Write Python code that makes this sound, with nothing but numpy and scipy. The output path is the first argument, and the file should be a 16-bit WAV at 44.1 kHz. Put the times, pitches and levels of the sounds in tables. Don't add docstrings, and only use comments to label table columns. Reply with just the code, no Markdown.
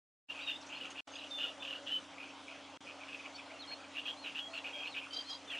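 import sys
import numpy as np
from scipy import signal
from scipy.io import wavfile
from scipy.ndimage import uniform_filter1d

SR = 44100
rng = np.random.default_rng(int(sys.argv[2]) if len(sys.argv) > 2 else 0)


def gain_from_db(level_db):
    decades = np.asarray(level_db, float) / 20
    return 10 ** decades


def file_out(sig):
    cols = np.atleast_2d(sig).T
    lim = np.clip(cols, -1, 1)
    pcm = np.round(lim * 32767).astype(np.int16)
    wavfile.write(sys.argv[1], SR, pcm)


N = 246519

# frequency_hz, density_db (per Hz)
AIR_SPECTRUM = [(12, -95), (20, -54.5), (65, -31.5), (217, -11.5), (282, -7), (418, -11.5), (573, -1),
                (688, -5), (784, -3), (1430, -7.5), (1720, -11.5), (3310, -8.5), (3680, -14), (6220, -19),
                (10500, -32.5), (13600, -66.5), (22000, -120)]
# frequency_hz, side_minus_mid_db
AIR_WIDTH = [(30, 3), (70, 4.5), (200, -13.5), (360, -13), (660, -22.5), (1200, -18.5), (2190, -18),
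             (4000, -17), (7280, -12), (10000, -6)]
# frequency_hz, level_db
MOTOR_ORDERS = [(91.5, -76), (274.5, -63), (301.5, -67), (366.1, -79.5)]
# start_s, fade_in_s, end_s
STRETCHES = [
    (0.284, 0.025, 1.0062),
    (1.071, 0.0048, 2.774),
    (2.805, 0.0023, 6),
]
SPARK_DELAYS = [.0065, .0008, .0014]
# time_s, level_db, centre_hz
TICKS = [(.617, -61.5, 5500), (0.63, -62, 4000), (0.669, -61, 5900), (0.693, -66.5, 6600),
         (.909, -59.5, 6470), (.911, -55, 2900), (0.86, -67, 6385), (1.31, -62, 4250),
         (3.365, -60.5, 3500), (5.137, -55.5, 5300), (5.3, -54, 5100), (5.335, -58, 4600),
         (5.52, -53.5, 1960), (5.555, -53, 1800)]
# start_s, length_s,
# pitch_hz, level_db
HOOTS = [(0.312, .08, 651, -58), (1.432, 0.034, 1419, -54), (1.474, 0.089, 649, -54), (1.55, 0.2, 550, -60),
         (1.775, 0.11, 563, -58.5), (2.48, 0.078, 650, -54), (2.568, .07, 582, -59.5),
         (2.839, 0.051, 576, -60.5), (3.494, 0.084, 646, -52.5), (3.818, 0.082, 578, -61.5),
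         (4.47, 0.097, 657, -54.5), (4.75, 0.075, 582, -58), (5.507, 0.23, 678, -62.5)]
# start_s, length_s, first_hz, last_hz, level_db
PEEPS = [(0.28, .031, 2830, 2710, -44), (0.41, .034, 4570, 4750, -61.5), (1.118, .033, 6380, 6410, -64),
         (1.124, .054, 4820, 4960, -64.5), (1.146, .027, 6500, 6540, -65), (1.151, .015, 3100, 3890, -55),
         (1.179, .029, 4100, 3710, -59), (1.401, .07, 2978, 2840, -43.5), (3.355, .021, 5800, 5790, -60),
         (3.361, .034, 5230, 5260, -62.5), (3.371, 0.037, 3600, 3310, -58.5),
         (4.8, 0.034, 2500, 2390, -51.5), (3.459, .02, 4150, 4200, -64), (3.539, .039, 2780, 2750, -63),
         (3.704, .039, 1600, 2100, -63), (3.801, .014, 2700, 2140, -62), (5.061, .015, 1700, 1110, -58),
         (5.574, .024, 3520, 3710, -55)]
# start_s, hold_s, pitch_hz, second_harmonic_db, third_harmonic_db
SQUEAKS = [
    (5.102, 0.063, 1580, -45.5, -46.5),
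    (5.261, 0.055, 1618, -51, -49.5),
]
# start_s, length_s, top_hz, last_hz, level_db
ARCHES = [
    (4.165, .095, 4310, 3720, -59),
    (4.5, .095, 4390, 3860, -59.5),
    (4.848, .1, 4370, 3490, -58),
    (5.243, .082, 4280, 3690, -56),
]
# start_s, hold_s, first_hz, last_hz, level_db
GLIDES = [(.399, 0.0082, 3400, 3900, -51.5), (.416, 0.032, 3900, 3790, -55.5),
          (0.459, 0.036, 3760, 3620, -44.5), (0.506, .028, 3630, 3520, -49.5),
          (0.545, .011, 3356, 3900, -46.5), (0.585, .008, 3600, 3700, -57),
          (.724, 0.018, 2950, 3540, -52.5), (0.749, 0.014, 4230, 4320, -54.5),
          (1.305, .075, 3607, 3503, -45), (3.589, 0.019, 4180, 4330, -52), (3.612, 0.013, 4320, 3260, -52),
          (3.632, 0.012, 3280, 3190, -52.5), (5.129, .005, 3700, 4050, -52.5),
          (5.159, .009, 3790, 4230, -45), (5.324, .011, 3900, 4160, -47), (5.473, 0.028, 3560, 3440, -50.5),
          (5.496, .057, 3476, 2650, -46.5), (5.564, 0.022, 2630, 2630, -50.5)]
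# start_s, hold_s, pitch_hz, level_db, swell_db (over the hold)
FLATS = [
    (1.392, .09, 3560, -49, -3),
    (1.598, .045, 3535, -50, -1),
    (1.908, 0.061, 3028, -39.5, 2),
    (3.339, 0.016, 4490, -58.5, 4),
    (3.67, 0.064, 4272, -52, 9),
    (4.049, 0.08, 3273, -46, -4),
    (4.385, .084, 3285, -50, 1.5),
    (4.727, 0.1, 3234, -48.5, 1.5),
]
# start_s, hold_s, effort_db, sac_hz, swell_db (over the hold)
FIRST_FROG = [ (0.283, .02, -42.5, 2754, -3), (0.339, 0.03, -52, 2630, 4), (.385, 0.055, -44.5, 2620, -3.5),
              (0.467, .022, -42.5, 2784, 6), (.508, .03, -44, 2800, -8.5), (0.687, .015, -51, 2640, 2),
              (.715, .04, -46, 2630, -4), (0.764, 0.017, -48.5, 2785, -2.5),
              (.8, 0.0068, -44.5, 2780, -1.5), (.822, .035, -48, 2740, 2), (.95, .04, -50.5, 2710, 7.5),
              (1.376, .075, -42.5, 2858, 1), (1.47, .03, -45.5, 2890, -6), (1.858, .042, -43, 2893, -0.5),
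              (1.914, .06, -44, 2963, -9.5)]
FAR_FROG = [ (2.175, .035, -53, 2395, 3.5), (2.22, .012, -46.5, 2520, -4.5),
            (2.252, .05, -53.5, 2485, -5.5), (2.465, .075, -54, 2450, 2.5), (2.86, .035, -54, 2526, 8),
            (3.0, .03, -50.5, 2526, -4), (3.07, 0.043, -53.5, 2555, 4), (3.12, .03, -45.5, 2572, -4),
            (3.186, 0.0098, -51, 2480, -1.5), (3.23, 0.027, -53, 2466, 4), (3.378, 0.011, -49, 2470, 0.5),
            (3.496, 0.0087, -50, 2370, -4.5), (3.705, 0.015, -55, 2500, 6.5), (3.83, .012, -55.5, 2480, -1)]
NEAR_FROG = [ (3.947, .045, -46, 2800, 5.5), (4.004, .033, -53.5, 2870, -2.5), (4.053, .046, -42, 2864, 1),
             (4.237, .044, -45, 2716, 2.5), (4.292, .033, -51.5, 2680, -5), (4.346, .043, -43, 2767, 3),
             (4.53, .052, -45, 2703, 2), (4.638, .046, -42.5, 2570, -3), (4.692, .033, -51, 2520, -2),
             (4.74, .068, -50.5, 2510, -0.5), (4.821, .054, -46.5, 2620, 4.5), (4.94, .046, -44, 2697, 3.5),
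             (5.009, .044, -47, 2527, -4.5), (5.491, .03, -49, 2800, 1.5), (5.526, .06, -46.5, 2626, -1)]
# start_s, hold_s, effort_db, sac_hz, swell_db (over the hold)
TRILLS = [
    (1.127, .125, -49, 2794, 3.5),
    (1.617, .135, -40.5, 2853, -2.5),
]
# attack_s, release_s, sac_rise (0-1), pitch_spread (0-1), puff_unevenness_db
HABITS = [
    (.009, .03, 0, 0.05, 1.5),
    (0.0094, .022, 0.01, .055, 4.5),
    (.006, .014, .045, .055, 1.9),
]
# puff_rate_hz, upper_rasp_db
VOICES = [
    (170.3, -13.5),
    (150.5, -10.5),
    (204.7, -14.5),
]


def evened(x):
    return x / np.sqrt(np.mean(x ** 2) + 1e-20)


def noise(length):
    return rng.standard_normal(length)


def wander(length, size):
    return evened(uniform_filter1d(uniform_filter1d(noise(length), size), size))


def read(points, hz):
    f, value = np.transpose(points)
    return np.interp(np.log(hz + 1), np.log(f + 1), value)


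def add(mix, s, sound):
    part = mix[round(s * SR):][:len(sound)]
    part += sound[:len(part)]


def unroll(rows):
    s, *columns = np.transpose(rows)
    t = np.arange(s[0], s[-1], 1 / SR)
    return [np.interp(t, s, c) for c in columns]


def envelope(start, hold, db, swell_db, attack, release, ends_db):
    s = start + np.cumsum([0, attack, hold, release])
    return s, db + np.array([ends_db, 0, swell_db, swell_db + ends_db])


def resonate(x, hz, width_hz):
    turn = np.exp(2j * np.pi * np.cumsum(hz * np.ones(len(x))) / SR)
    r = np.exp(-np.pi * width_hz / SR)
    return 2 * (turn * signal.lfilter([1 - r], [1, -r], x / turn)).real


def tone(hz, db, flutter_db, waver):
    turns = np.cumsum(hz * (1 + waver * wander(len(hz), size=90))) / SR
    level = np.sqrt(2) * gain_from_db(db + flutter_db * wander(len(hz), size=150))
    soft = signal.windows.tukey(len(hz), min(1, 0.006 * SR / len(hz)))
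    return level * np.sin(2 * np.pi * turns) * soft


def air(calls_db):
    air_db, chorus_usual_db, follow = -53.5, -49.5, 0.23
    frames, hz = N // 256 + 5, np.fft.rfftfreq(1024, 1 / SR)
    a, b, c, d, patches = rng.standard_normal((frames, 513, 5)).T
    patches = uniform_filter1d(uniform_filter1d(patches, size=10, axis=0), size=12, axis=1)
    mid = a + 1j * b
    side = (c + 1j * d) * gain_from_db(read(AIR_WIDTH, hz))[:, None]
    excess_db = np.interp(np.arange(frames) * 256, np.arange(N), calls_db) - chorus_usual_db
    treble_db = np.clip(hz / 4500 - .6, 0, 1)[:, None] * follow * excess_db
    colour_db = read(AIR_SPECTRUM, hz)[:, None] + 2.0 * evened(patches) + treble_db
    colour = gain_from_db(colour_db + 0.25 * wander(frames, size=30))
    spectra = np.array([mid + side, mid - side]) * colour
    return gain_from_db(air_db) * evened(signal.istft(spectra, nperseg=1024, noverlap=768)[1][:, :N])


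def motor():
    t, out = np.arange(N) / SR, np.zeros(N)
    for hz, db in MOTOR_ORDERS:
        level = np.sqrt(2) * gain_from_db(db + 0.77 * wander(N, size=3000))
        out += level * np.sin(2 * np.pi * hz * t + 0.38 * wander(N, size=6000))
    return out


def sparks():
    mains_hz, spark_hz, spark_db = 49.99, 6750, -65.5
    second_s, second_db = .008, -4
    t = np.arange(N) / SR
    delay = np.array(SPARK_DELAYS)[np.searchsorted([end for start, fade, end in STRETCHES], t)]
    cycles = (t - delay) * mains_hz + 1
    since = cycles % 1 / mains_hz
    uneven_db = 3.0 * rng.standard_normal((round(N / SR * mains_hz) + 3, 2))
    first_uneven_db, second_uneven_db = uneven_db[cycles.astype(int)].T
    burst = gain_from_db(first_uneven_db) * np.exp(-((since - .0012) / .0008) ** 2)
    burst += gain_from_db(second_uneven_db + second_db) * np.exp(-((since - .0012 - second_s) / 0.0007) ** 2)
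    fizz = evened(resonate(resonate(noise(N), spark_hz, 3000), spark_hz, 3000))
    return gain_from_db(spark_db) * burst * fizz


def ticks():
    out, t = np.zeros(N), np.arange(1300) / SR
    for s, db, hz in TICKS:
        ring = evened(resonate(noise(len(t)), hz, 440))
        add(out, s - .008, gain_from_db(db) * ring * t / 0.0048 * np.exp(1 - t / 0.0071))
    return out


def hoots():
    out = np.zeros(N)
    for s, length, hz, db in HOOTS:
        sag = 1.005 - 0.028 * np.linspace(0, 1, round(length * SR)) ** 3
        hoot = tone(hz * sag, db - .6, flutter_db=3.0, waver=.018)
        add(out, s, hoot * signal.windows.tukey(len(sag), .4))
    return out


def peeps():
    out = np.zeros(N)
    for s, length, first_hz, last_hz, db in PEEPS:
        hz = np.linspace(first_hz, last_hz, round(length * SR))
        add(out, s, tone(hz, db, flutter_db=4.5, waver=0.0091))
    return out


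def squeaks():
    attack_s, release_s, ends_db, scoop = 0.047, .025, -14, .965
    out = np.zeros(N)
    for start, hold, top_hz, second_top_db, third_top_db in SQUEAKS:
        s, shape_db = envelope(start, hold, 0, -3.5, attack_s, release_s, ends_db)
        pitch_hz = top_hz * np.array([scoop, 1, 1, 1])
        rows = np.transpose([s, pitch_hz, second_top_db + shape_db, third_top_db + 1.4 * shape_db])
        hz, second_db, third_db = unroll(rows)
        for order, db in zip((2, 3, 4), (second_db, third_db, third_db - 15.5)):
            add(out, start, tone(order * hz, db, flutter_db=4.0, waver=0.01))
        rasp = resonate(resonate(noise(len(hz)), 2.4 * hz, 1500), 2.4 * hz, 1500)
        add(out, start, gain_from_db(third_db - 7) * evened(rasp))
    return out


def whistle_paths():
    ends_db, scoop = -15, 0.95
    edges = .007, .012, ends_db
    arch_rise_hz, top_at, arch_swell_db = 397, 0.49, 5
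    u = np.linspace(0, 1, num=24)
    rise = np.maximum(1 - u / top_at, 0)
    fall = np.maximum(u - top_at, 0) / (1 - top_at)
    for start, length, top_hz, last_hz, db in ARCHES:
        hz = top_hz - arch_rise_hz * rise ** 2 - (top_hz - last_hz) * np.sin(np.pi / 2.4 * fall) ** 2
        level_db = db + arch_swell_db * u + ends_db * (2 * u - 1) ** 16
        yield np.transpose([start + length * u, hz, level_db])
    for start, hold, first_hz, last_hz, db in GLIDES:
        s, level_db = envelope(start, hold, db, 0, *edges)
        yield np.transpose([s, np.interp(s, s[[0, -1]], [first_hz, last_hz]), level_db])
    for start, hold, hz, db, swell_db in FLATS:
        s, level_db = envelope(start, hold, db, swell_db, *edges)
        yield np.transpose([s, hz * np.array([scoop, 1, 1, 1]), level_db])


def whistles():
    out = np.zeros(N)
    for rows in whistle_paths():
        add(out, rows[0][0], tone(*unroll(rows), flutter_db=1.5, waver=0.005))
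    return out


def croak(rows, pulse_hz, spread, uneven_db, throat_db):
    effort_db, sac_hz = unroll(rows)
    length = len(sac_hz)
    turns = np.cumsum(pulse_hz * np.exp(0.4046 * wander(length, size=200))) / SR
    strength, pitch = rng.standard_normal((100, 2))[turns.astype(int)].T
    puff = gain_from_db(uneven_db * strength) * np.sin(np.pi * (turns % 1) ** 1.27)
    detune = spread * np.clip(pitch, -1.6, 1.6) + .02 * wander(length, size=60)
    ring_hz = sac_hz * (1 + detune + np.linspace(-.025, .035, length))
    hiss = (puff + 0.13) * noise(length)
    sac = evened(puff * np.sin(2 * np.pi * np.cumsum(ring_hz) / SR))
    sac = sac + 0.46 * evened(resonate(resonate(hiss, sac_hz, 650), sac_hz, 800))
    below = signal.butter(6, 2200, "high", fs=SR, output="sos")
    sac = evened(signal.sosfilt(below, sac))
    throat = evened(resonate(resonate(hiss, 1.21 * sac_hz, 880), 1.21 * sac_hz, 780))
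    low = evened(resonate(resonate(hiss, 0.64 * sac_hz, 650), 0.5 * sac_hz, 600))
    voice = sac + gain_from_db(throat_db) * throat + gain_from_db(-15.0) * low
    return gain_from_db(effort_db) * voice * signal.windows.tukey(length, .08)


def frogs():
    ends_db, throb_s, trill_throb_db = -16, 0.0258, -5
    out = np.zeros(N)
    parts = zip((FIRST_FROG, FAR_FROG, NEAR_FROG, TRILLS), (0, 0, 0, trill_throb_db),
                HABITS + HABITS[:1], VOICES + VOICES[:1])
    for calls, throb_db, habit, (pulse_hz, throat_db) in parts:
        attack, release, rise, spread, uneven_db = habit
        for start, hold, db, hz, swell_db in calls:
            s, effort_db = envelope(start, hold, db, swell_db, attack, release, ends_db)
            sac_hz = hz * (1 + rise * (2 * (s - start) / (s[-1] - start) - 1))
            rows = np.transpose([s, effort_db, sac_hz])
            sound = croak(rows, pulse_hz, spread, uneven_db, throat_db)
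            throb = 1 + np.cos(2 * np.pi * np.arange(len(sound)) / SR / throb_s)
            add(out, start, sound * gain_from_db(throb_db * throb))
    return out


def pond(x):
    taps = np.zeros((2, 9000))
    at = np.arange(60, 8980, 20) + rng.integers(0, 20, (2, 446))
    np.put_along_axis(taps, at, rng.choice([-1., 1.], at.shape), 1)
    taps *= gain_from_db(-60 * np.arange(9000) / SR / 0.13)
    taps[1] = 1.12 * taps[0] + 0.081 * taps[1]
    return signal.fftconvolve(x[None], taps / np.linalg.norm(taps[0]), axes=1)[:, :N]


def scene():
    calls = ticks() + hoots() + peeps() + squeaks() + whistles() + frogs()
    power = abs(uniform_filter1d(calls ** 2, size=8000))
    calls_db = 10 * np.log10(power + gain_from_db(-59.5) ** 2)
    return gain_from_db(-0.5) * calls + gain_from_db(-8) * pond(calls) + air(calls_db) + motor() + sparks()


def dropouts():
    t = np.arange(N) / SR
    on = sum(np.clip((t - start) / fade, 0, 1) * (t < end) for start, fade, end in STRETCHES)
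    leak = uniform_filter1d(uniform_filter1d(on, size=1900), size=1500)
    return on, (1 - on) * np.maximum(leak, 0) * (t > .272)


def roll_off(x):
    return signal.sosfilt(signal.butter(12, 13860, fs=SR, output="sos"), x)


def record(dry):
    edge_hz, top_hz, mirror_hz = 10550, 13650, 16000
    mirror_db, gate_db, smear_db = -33, -103, -70.5
    on, leak = dropouts()
    smear = resonate(noise(2 * N), 2500, 5170).reshape(2, N)
    x = dry * on + gain_from_db(smear_db) * leak * smear
    mirror = gain_from_db(mirror_db) * x * np.cos(2 * np.pi * mirror_hz * np.arange(N) / SR)
    hz, t, z = signal.stft([x, mirror], SR, nperseg=1024)
    hz = hz[:, None]
    local = uniform_filter1d(uniform_filter1d(abs(z[1]).mean(0), size=5, axis=0), size=3, axis=1)
    ragged_hz = edge_hz - 250 * np.maximum(wander(len(t), size=3) + 0.18, 0)
    low = hz < ragged_hz
    top = (hz > edge_hz) & (hz < top_hz) & (local > gain_from_db(gate_db + (hz - 13200) / 350))
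    mix = signal.istft(z[0] * low + z[1] * top, SR, nperseg=1024)[1][:, :N]
    return roll_off(mix)


dry = scene()
out = record(dry)
file_out(out)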